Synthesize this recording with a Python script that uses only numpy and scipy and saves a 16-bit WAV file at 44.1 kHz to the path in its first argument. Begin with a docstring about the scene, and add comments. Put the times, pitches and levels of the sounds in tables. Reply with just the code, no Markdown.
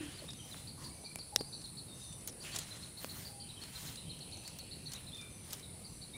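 """Hands working soil in a yard

Hands sweep grit off paving and press soil into a glazed pot: banded noise for strokes, short bursts for snaps
and taps, dying tones for harder blows. Cicadas buzz near 10 kHz as sums of harmonics; a small bird chirps in
fast arches of pitch with echoes. Far whistles and a few close ones glide as flickering tones. Shaped noise
makes the air and the far traffic rumble. One close microphone hears it all."""
import sys
import numpy as np
from scipy import signal
from scipy.io import wavfile
from scipy.ndimage import uniform_filter1d

SR = 44100
rng = np.random.default_rng(int(sys.argv[2]) if len(sys.argv) > 2 else 0)


def rack_gain(trim_db):
    """Turn a fader trim in dB into the linear factor to multiply a signal by."""
    fader = np.asarray(trim_db, float)
    return 10 ** (fader / 20)


def output_pcm(signal):
    """Save a mono or channel-first signal as 16-bit PCM at the path in sys.argv[1].

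    Samples are clipped to [-1, 1] before scaling.
    """
    pcm = np.clip(np.atleast_2d(signal).T, -1, 1) * 32767
    wavfile.write(sys.argv[1], SR, np.round(pcm).astype(np.int16))


N = 272097  # length in samples


def evened(x):
    """Scales to rms 1."""
    return x / np.sqrt(np.mean(x ** 2) + 1e-20)


def band(x, lo_hz, hi_hz):
    """Keeps only the sound between two pitches."""
    return signal.sosfilt(signal.butter(3, [lo_hz, hi_hz], "band", fs=SR, output="sos"), x)


def slow(size, count=N):
    """Random wandering with rms 1, smoothed twice over size samples."""
    once = uniform_filter1d(rng.standard_normal(count), int(size))
    return evened(uniform_filter1d(once, int(size)))


def add(mix, start_s, sound):
    """Mixes a sound in, cutting off what runs past the end."""
    part = mix[round(start_s * SR):][:len(sound)]
    part += sound[:len(part)]


def echoes(t60, first_s=0.036):
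    """Sparse reflections of random sign from walls and leaves, energy 1; t60 is the time to fall 60 dB."""
    t = np.arange(SR // 2) / SR
    signs = rng.choice([-1., 1.], len(t))
    present = (rng.random(len(t)) < 2000 / SR) * (t > first_s)
    taps = signs * present * rack_gain(-60 * t / t60)
    return taps / np.linalg.norm(taps)


# Tone colour of the air, with far rumble, far birds and far cicadas: pitch_hz, relative level_db per Hz
AIR_COLOUR = [(15, -50), (30, -26), (39, -18), (48, -13), (65, -4), (100, 5), (138, 3.5), (200, -3),
              (1610, -24.5), (2610, -22), (3250, -26.5), (3720, -22.5), (4250, -18.5), (5280, -23.5),
              (6740, -27.5), (9840, -12.5), (11300, -25.5), (14400, -39), (16000, -60)]
# Far birds and leaves come and go: time_s, low change_db, middle change_db, high change_db
WASH_CHANGES = [(0, 7, 13, 1), (.4, 0, 3, 1), (1.1, -1.5, -0.5, -1.2), (1.8, -3, -2, -2.2),
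                (2.3, 2, 1.5, -1), (3.3, 0, -1.5, -1.2), (3.9, -1, 8, 1), (4.6, -3, 8, -1),
                (5.3, 1.5, 1.5, -1.3), (6.17, -0.5, 1, -1)]
# Centres of those three changes: pitch_hz
WASH_CENTRES = (1700, 2900, 6500)


def air(level_db=-52, patchy_db=2.0):
    """Still air and distant sounds: random short-time spectra with drifting patches."""
    frames = N // 256 + 5
    hz = np.fft.rfftfreq(1024, 1 / SR)
    real, imaginary, patches = rng.standard_normal((frames, 513, 3)).T
    patches = evened(uniform_filter1d(uniform_filter1d(patches, 8, 0), 20, 1))
    colour_hz, colour_db = np.transpose(AIR_COLOUR)
    shape_db = np.interp(np.log(hz + 1), np.log(colour_hz + 1), colour_db)[:, None]
    time_s, *changes = np.transpose(WASH_CHANGES)
    frame_s = np.arange(frames) * 256 / SR
    wash_db = 0
    for centre_hz, change_db in zip(WASH_CENTRES, changes):
        reach = np.exp(-(np.log((hz + 1) / centre_hz) / 0.29) ** 2)
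        wash_db = wash_db + np.outer(reach, np.interp(frame_s, time_s, change_db))
    spectra = (real + 1j * imaginary) * rack_gain(wash_db + shape_db + patchy_db * patches)
    noise = signal.istft(spectra, nperseg=1024, noverlap=768)[1][:N]
    return rack_gain(level_db) * evened(noise)


# Resonances of the tymbal, the cicada's clicking plate: pitch_hz, width_hz, level_db
TYMBAL_RINGS = [(9670, 1440, 7), (8100, 1430, -2.5), (11600, 730, -10.5)]


def cicada(rates, levels, wander_hz=.4, throb_hz=35.5, throb=.25):
    """A steady click train rings the tymbal and throbs with the body; its harmonics fade apart among the leaves."""
    t = np.arange(N) / SR
    rate = np.interp(t, *np.transpose(rates))
    turns = np.cumsum(rate + wander_hz * slow(size=900)) / SR
    buzz = np.zeros(N)
    for k in range(17, 34):  # harmonics of the click rate
        ring = sum(rack_gain(db) / (1 + (2 * (k * rate[-1] - hz) / width_hz) ** 4)
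                   for hz, width_hz, db in TYMBAL_RINGS)
        fade = np.repeat(rack_gain(3.6 * slow(size=45, count=N // 64 + 1)), 64)[:N]
        buzz += ring * uniform_filter1d(fade, 64) * np.cos(2 * np.pi * k * turns)
    throb_turns = np.cumsum(throb_hz * (1 + 0.049 * slow(size=4000))) / SR
    beat = 1 + throb * np.sin(2 * np.pi * throb_turns)
    return evened(buzz * beat) * rack_gain(np.interp(t, *np.transpose(levels)))


# Tymbal click rates, one list per cicada: time_s, clicks per second
CICADA_RATES = [
    [(0, 394), (.5, 391.3), (.75, 388), (.95, 381.8), (1.5, 381.2), (3, 380.6), (6.2, 380.4)],
    [(0, 396.7), (6.2, 396.5)],
    [(0, 376.5), (6.2, 376.1)],
    [(0, 379), (1.8, 378.3), (3, 377.6), (6.2, 377.2)],
]
# Effort, one list per cicada: time_s, level_db
CICADA_LEVELS = [
    [(0, -66), (1, -60.5), (3, -59.5), (4.5, -62.5), (6.2, -61.5)],
    [(0, -66.5), (2.5, -61.5), (6.2, -67)],
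    [(0, -77), (1.5, -64.5), (3, -69), (4.5, -89), (6.2, -70)],
    [(0, -83), (1.5, -61), (3, -73), (4.5, -67.5), (6.2, -61.5)],
]


def cicadas():
    """Several insects, each clicking at its own rate and effort."""
    return sum(cicada(rates, levels) for rates, levels in zip(CICADA_RATES, CICADA_LEVELS))


def glide(length_s, first_hz, last_hz, level_db, blur):
    """A gliding tone whose level and phase flicker, which makes it a narrow band; blur is a share of the pitch."""
    count = int(length_s * SR)
    phase = 2 * np.pi * np.cumsum(np.linspace(first_hz, last_hz, count)) / SR
    size = SR / (4 * blur * last_hz)
    a = slow(size, count=SR // 2)[:count]
    b = slow(size, count=SR // 2)[:count]
    flicker = 1.43 * min(blur / .022, 1)  # less blur also means less flicker
    tone = (0.73 + flicker * a) * np.sin(phase) + flicker * b * np.cos(phase)
    return rack_gain(level_db) * tone * signal.windows.tukey(count, .3)


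# Far bird with a high sagging whistle: start_s, length_s, level_db
HIGH_WHISTLES = [(0.348, 0.12, -67.5), (0.93, 0.16, -72), (1.462, .17, -70.5), (1.927, .25, -70),
                 (4.29, 0.24, -72), (4.84, 0.12, -70), (5.282, .2, -72), (5.86, 0.13, -71.5)]
# Its glide: first pitch_hz, last pitch_hz
HIGH_GLIDE = (6160, 5900)
# Far bird with a husky call: start_s, length_s, level_db
HUSKY_WHISTLES = [(0, 0.12, -64), (0.384, 0.054, -63), (3.389, 0.11, -67), (3.558, 0.046, -61),
                  (4.059, 0.103, -64.5), (4.24, 0.064, -70)]
# Its glide: first pitch_hz, last pitch_hz
HUSKY_GLIDE = (3200, 3040)
# Thin clear whistles: start_s, length_s, first pitch_hz, last pitch_hz, level_db
THIN_WHISTLES = [(0.512, 0.017, 4050, 4030, -50), (0.523, .02, 4000, 3380, -59),
                 (0.902, 0.097, 2265, 2274, -69), (1.044, 0.085, 2380, 2340, -64),
                 (1.322, .034, 830, 820, -57), (1.875, 0.083, 3790, 3620, -57),
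                 (2.003, 0.12, 3750, 3575, -60.5), (3.26, 0.224, 821.5, 787, -69),
                 (5.116, 0.027, 3260, 3660, -57), (5.129, 0.038, 3600, 3560, -52),
                 (5.164, 0.22, 3590, 3560, -77), (5.171, 0.044, 2545, 2345, -58.5),
                 (5.214, 0.043, 2350, 2376, -61.5), (5.282, 0.16, 2370, 2295, -74),
                 (6.132, 0.033, 3700, 3790, -51.5), (6.137, .04, 2210, 2320, -55.5)]
# Soft blurred tones: start_s, length_s, first pitch_hz, last pitch_hz, level_db
SOFT_TONES = [(0, 0.066, 1890, 1760, -67), (0.767, 0.11, 1100, 996, -65.5), (.78, 0.12, 1820, 1820, -74.5),
              (2.44, 0.083, 2690, 2850, -58), (2.467, .061, 1840, 1710, -64),
              (3.44, 0.092, 2610, 2670, -71.5), (4.65, 0.042, 2690, 2920, -67)]


def whistles():
    """Gliding tones, far whistles and a few close ones, each a flickering narrow band, followed by echoes."""
    notes = [(s, length_s, *HIGH_GLIDE, db, .026) for s, length_s, db in HIGH_WHISTLES]
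    notes += [(s, length_s, *HUSKY_GLIDE, db, .03) for s, length_s, db in HUSKY_WHISTLES]
    notes += [(*row, .014) for row in THIN_WHISTLES]
    notes += [(*row, .08) for row in SOFT_TONES]
    out = np.zeros(N)
    for start_s, *note in notes:
        add(out, start_s, glide(*note))
    return out + rack_gain(-4) * signal.oaconvolve(out, echoes(0.5))[:N]


# A hollow low tone: first pitch_hz, pitch_hz it sags towards, level_db, length_s, time to fall 60 dB in s
LOW_TONE = (335, 285, -38, .105, .4)


def boom():
    """A low hollow tone sags in pitch, beats and dies away at the start."""
    first_hz, last_hz, level_db, length_s, t60 = LOW_TONE
    t = np.arange(int(length_s * SR)) / SR
    pitch_hz = last_hz + (first_hz - last_hz) * np.exp(-t / 0.029)
    tone = np.sin(2 * np.pi * np.cumsum(pitch_hz) / SR)
    beat = 1 - 0.55 * np.cos(2 * np.pi * t / 0.027 + 1.0)
    out = np.zeros(N)
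    add(out, 0, rack_gain(level_db - 60 * t / t60) * beat * tone * signal.windows.tukey(len(t), .25))
    return out


def mottled(x, colour_db, size=5, count=6):
    """The colour drifts in patches some 800 Hz wide and 20 ms long."""
    z = signal.stft(x, nperseg=256, noverlap=128)[2]
    patches = rng.standard_normal(z.shape[::-1]).T
    patches = uniform_filter1d(uniform_filter1d(patches, size, 0), count, 1)
    gain = rack_gain(colour_db * evened(patches))
    return signal.istft(z * evened(gain), nperseg=256, noverlap=128)[1][:N]


# Fine hiss, crunch, scrape and dull drag, in that order: low pitch_hz, high pitch_hz
RUB_PARTS = [(12500, 15300), (3600, 8500), (2000, 3400), (500, 2000)]
# Fingers never rest; one level_db each for fine hiss, crunch, scrape, dull drag
SHUFFLE_LEVELS = [-76, -74, -80, -86]
# Strokes of the hand through soil: start_s, length_s, crunch level_db,
# then fine hiss and body (scrape) in dB relative to the crunch
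HAND_STROKES = [(0, 0.075, -61, -17, 1), (0, 0.3, -59, -16, 0.5), (0.422, 0.31, -59, -5, -3.5),
                (.78, 0.15, -58, -12, -6.5), (1.25, 0.4, -92, -6, -1), (1.95, 0.17, -60, -21, -33),
                (2.4, 0.21, -51, -12, -1), (2.5, 0.22, -53.5, -16, -0.5), (2.66, 0.29, -57.5, -14, -1.5),
                (2.96, 0.21, -58.5, 3, -0.5), (3.09, 0.26, -55.5, 0, -2), (3.58, 0.21, -57.5, -8, 0),
                (3.72, 0.17, -55.5, -6, -6), (3.79, 0.21, -54, -4, -2.5), (4.4, 0.2, -66.5, -13, -1),
                (4.85, 0.25, -72, 0, 10.5), (5.15, 0.13, -65.5, -12, -3), (5.43, 0.25, -60, -5, -2)]


def rubbing(grains_per_s=2500, spread_db=2.8, crumble_db=1.0):
    """Many tiny grains of soil slip and snap over a smooth hiss of skin; each stroke swells, crumbles and fades."""
    levels = rack_gain(np.array(SHUFFLE_LEVELS))[:, None] * np.ones(N)
    for start_s, length_s, crunch_db, fine_db, body_db in HAND_STROKES:
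        u = np.linspace(0, 1, int(length_s * SR))
        rise = np.minimum(u / .38, 1) ** 0.88
        fall = rack_gain(-8 * u ** 2) * np.minimum((1 - u) / 0.5, 1) ** 0.74
        for level, part_db in zip(levels, [fine_db, 0, body_db, body_db - 2.5]):  # drag lies under the scrape
            add(level, start_s, rack_gain(crunch_db + part_db) * rise * fall)
    grain_level = rack_gain(spread_db * np.minimum(rng.exponential(1, N), 5))
    grains = (rng.random(N) < grains_per_s / SR) * grain_level
    drive = evened(grains * rng.standard_normal(N)) * 0.46 + rng.standard_normal(N)
    drive *= rack_gain(1.5 * slow(size=1200))  # the palm sticks and slips unevenly
    drive = mottled(drive, 1.6)
    out = np.zeros(N)
    for edges, level in zip(RUB_PARTS, levels):
        out += evened(band(drive, *edges) * rack_gain(crumble_db * slow(size=500))) * level
    return out


# Chirps of the near bird: start_s, level_db at the top of the arch, top pitch_hz
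NEAR_CHIRPS = [(.135, -57, 4850), (.18, -53.5, 4400), (.281, -48, 3820), (.669, -48, 4610),
               (.837, -47, 4790), (1.039, -46.5, 4640), (1.187, -46.5, 4700), (1.385, -44, 4830),
               (1.525, -44, 4560), (1.638, -47.5, 4270), (1.768, -46, 4515), (2.032, -59.5, 4450),
               (2.398, -51, 4760), (2.515, -50, 4550), (2.6, -54, 4200), (2.705, -49.5, 4130),
               (2.823, -48.5, 4300), (2.97, -47.5, 4400), (3.089, -46.5, 4400), (3.246, -48.5, 4800),
               (3.396, -49, 4760), (3.488, -50, 4050), (3.61, -48.5, 4430), (3.747, -45.5, 4180),
               (3.865, -49, 4250), (3.97, -47, 4080), (4.092, -46.5, 4250), (4.203, -48.5, 4390),
               (4.32, -46.5, 4380), (4.447, -49.5, 4570), (4.587, -48.5, 4460), (4.709, -45.5, 4480),
               (4.855, -46, 4430), (4.947, -49, 4030), (5.066, -50, 4150), (5.158, -62, 4400),
               (5.626, -52, 4030), (5.838, -51, 4740), (6.011, -49.5, 4540)]
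# First echoes, before random spread of the delay: delay_s, level_db near the walls
WALL_ECHOES = [(.006, -7), (.012, -9), (.031, -13)]
# Between these times the bird sits away from the walls: start_s, end_s
OPEN_PERCH = (2.6, 4.4)


def bird(start_hz=3350, hook=.45, rasp=.3):
    """Each chirp sweeps up fast, hooks over and falls, a little hoarse; walls double it and the yard smears it."""
    drop_hz, lowest_hz = 830, 3465  # usual fall after the top, floor of that fall
    songs = np.zeros((6, N))  # chirps take turns among three echo patterns; last three in the open
    for k, (start_s, level_db, top_hz) in enumerate(NEAR_CHIRPS):
        climb_hz = top_hz - start_hz
        length_s = 0.01775 + 0.01248 * climb_hz / 1000  # a higher climb takes longer
        u = np.linspace(0, 1, int(length_s * SR))
        climb = climb_hz * abs(1 - u / hook) ** 2.5
        fall = min(drop_hz, top_hz - lowest_hz) * abs((u - hook) / (1 - hook)) ** 1.7
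        sag_hz = np.where(u < hook, climb, fall)  # distance below the top
        tone = np.sin(2 * np.pi * np.cumsum(top_hz - sag_hz) / SR)
        loudness = rack_gain(level_db - 2.1 * sag_hz / 1000) * signal.windows.tukey(len(u), .3)
        in_open = OPEN_PERCH[0] < start_s < OPEN_PERCH[1]
        add(songs[k % 3 + 3 * in_open], start_s, loudness * tone)
    songs *= 1 + rasp * slow(size=40)
    out = songs.sum(0)
    for k, song in enumerate(songs):
        open_db = -5.5 * (k > 2)  # weaker first echoes in the open
        for delay_s, level_db in WALL_ECHOES:
            add(out, delay_s * rng.uniform(0.63, 1.3), rack_gain(level_db + open_db) * song)
        out += rack_gain(-3.5) * signal.oaconvolve(song, echoes(0.58, first_s=0.006))[:N]
    return out


# Main click, thud, knock and sparkle, in that order: low pitch_hz, high pitch_hz
CLICK_PARTS = [(3200, 9500), (230, 750), (900, 3200), (9500, 15500)]


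def burst(main_db, thud_db, knock_db, sparkle_db, decay_s, colour_hz):
    """One sharp break inside a dying burst of crumbs; each part is set by its peak and dies at its own speed."""
    t = np.arange(2048) / SR
    crumbs = rng.standard_normal(len(t))
    crumbs[round(.001 * SR)] = 6.5  # the sharp break
    crumbs = crumbs + 1.1 * band(crumbs, colour_hz * .85, colour_hz * 1.15)
    swell = np.minimum(t / 0.0018, 1) ** 2
    out = np.zeros(len(t))
    parts_db = [0, thud_db, knock_db, sparkle_db]
    for edges, part_db, stretch in zip(CLICK_PARTS, parts_db, [1.77, 4.1, 1.4, 1.1]):
        part = band(crumbs * swell * rack_gain(-60 * t / (decay_s * stretch)), *edges)
        out += rack_gain(main_db + part_db) * part / abs(part).max()
    return out


# Taps on the pot: start_s, main click peak level_db, then thud and knock in dB relative to it
POT_TAPS = [(0.2194, -54, 10.5, -8), (0.2386, -55.5, 11.5, 3), (0.288, -43, -15, 1.5),
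            (0.5427, -49.5, -2, 11), (1.0353, -60.5, 15.5, -10), (1.186, -43, -4, -5),
            (1.408, -35.5, -24, -5), (3.6356, -39.5, -19, -3)]


def taps():
    """Light taps on the pot: short bursts with thuds and knocks of varied strength."""
    out = np.zeros(N)
    for start_s, main_db, thud_db, knock_db in POT_TAPS:
        add(out, start_s, burst(main_db, thud_db, knock_db, sparkle_db=-9, decay_s=.011, colour_hz=5200))
    return out


# Snaps of grit: start_s, main click peak level_db, sparkle in dB relative to it, strongest pitch_hz
GRIT_SNAPS = [(0.303, -39.5, -17, 5220), (0.3307, -40.5, -17, 4650), (0.974, -57, -5, 5950),
              (1.6153, -46, -15, 4750), (1.6536, -49, -12, 4940), (2.1253, -42, -24, 7910),
              (2.2069, -47, -16, 6240), (2.2315, -48, -14, 7990), (2.2738, -33, 2.5, 7100),
              (2.2829, -38, -16, 6040), (2.2928, -40.5, -17, 5800), (2.3235, -48, -20, 5530),
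              (2.549, -36, -12, 7600), (2.5578, -35, -8, 7050), (2.56, -27.5, -12, 6000),
              (2.586, -29, -4, 7390), (2.6144, -45, -19, 6870), (2.6329, -43, -21, 6070),
              (3.9554, -37, -16, 4800), (4.1897, -44, -12, 5880), (4.3125, -47, -20, 4610),
              (4.3703, -43, -13, 6300), (4.4357, -45, -7, 4680), (4.4757, -36, -6, 4860),
              (4.586, -38, -4, 6100), (4.9175, -37, -12, 4890), (4.9332, -34, -6, 6400),
              (4.9581, -42, -13, 6200), (5.145, -47, -17, 6290), (5.1674, -48, -15, 7900),
              (5.2116, -41, -23, 5530), (5.5054, -39, -19, 4750), (5.5253, -35, -12, 7500),
              (5.53, -28, -1.5, 5650), (5.5386, -44, -12, 4880), (5.595, -47, -12, 5560)]


def snaps():
    """Grit snaps: longer bursts, each with a colour of its own."""
    out = np.zeros(N)
    for start_s, main_db, sparkle_db, colour_hz in GRIT_SNAPS:
        add(out, start_s, burst(main_db, -22.5, -13.5, sparkle_db, .022, colour_hz))
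    return out


def struck(start_s, level_db, rise_s, modes):
    """A blow starts all modes together; each dies at its own speed."""
    t = np.arange(2048) / SR
    ring = sum(rack_gain(db - 60 * t / t60) * np.cos(2 * np.pi * hz * t) for hz, db, t60 in modes)
    out = np.zeros(N)
    add(out, start_s, rack_gain(level_db) * np.minimum(t / rise_s, 1) * ring)
    return out


# Tick: start_s, level_db, rise_s
TICK_BLOW = (1.1582, -24, .0001)
# Its tones: pitch_hz, relative level_db, time to fall 60 dB in s
TICK_MODES = [(650, -10, 0.0091), (2350, -9, 0.008), (5000, -10, 0.0036), (8040, -2.5, .003),
              (10700, 0.5, 0.0028), (13600, -10, .002)]


def tick():
    """A dry tick on the glaze: mostly high modes that die at once."""
    return struck(*TICK_BLOW, TICK_MODES)


# Crack: start_s, level_db, rise_s
CRACK_BLOW = (1.3609, -6, .0005)
# Its tones: pitch_hz, relative level_db, time to fall 60 dB in s
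CRACK_MODES = [(480, -17, .01), (1960, -13, .006), (2750, -11, .006), (3820, -5, .006), (4550, -35, .03),
               (5550, 3, .0033), (8200, -4, .003), (11300, -3, .002), (14400, -8, .002)]


def crack():
    """A sharp crack close by: short modes spread from low to very high."""
    return struck(*CRACK_BLOW, CRACK_MODES)


# Thud: start_s, level_db, rise_s
THUD_BLOW = (1.4084, -24.5, .002)
# Its tones: pitch_hz, relative level_db, time to fall 60 dB in s
THUD_MODES = [(297, -5, .02), (415, 0.5, 0.017), (750, -8, 0.017), (1350, -20, .01), (2350, -20, .006)]


def thud():
    """A soft thud on the pot: a slower rise into low modes."""
    return struck(*THUD_BLOW, THUD_MODES)


# Knock: start_s, level_db, rise_s
KNOCK_BLOW = (3.0456, -23, .00005)
# Its tones: pitch_hz, relative level_db, time to fall 60 dB in s
KNOCK_MODES = [(260, -14.5, 0.019), (514, -5.5, 0.0079), (1020, -13, 0.0073), (1360, -18, 0.0063),
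               (2340, -9.5, 0.0043), (4400, -9, 0.0031)]


def knock():
    """A flat knock on the paving: low and middle modes that die fast."""
    return struck(*KNOCK_BLOW, KNOCK_MODES)


def clicks():
    """All the sharp sounds together, with short faint echoes off the paving."""
    out = taps() + snaps() + tick() + crack() + thud() + knock()
    paving = rack_gain(-27) * echoes(.12, first_s=.003)
    return out + signal.oaconvolve(band(out, 380, 6800), paving)[:N]


def scene():
    """One microphone feeds both channels."""
    mix = air() + cicadas() + whistles() + boom() + rubbing() + bird() + clicks()
    return np.array([mix, mix])


def roll_off(x):
    """The treble ends steeply here."""
    return signal.sosfilt(signal.butter(12, 16780, fs=SR, output="sos"), x)


def record(dry):
    """Cuts off the highest treble, then finishes the mix."""
    low_pass = signal.firwin(255, 15850, window=("kaiser", 4), fs=SR)  # edge in Hz
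    mix = signal.oaconvolve(dry, low_pass[None], "same")
    return roll_off(mix)


dry = scene()
out = record(dry)
output_pcm(out)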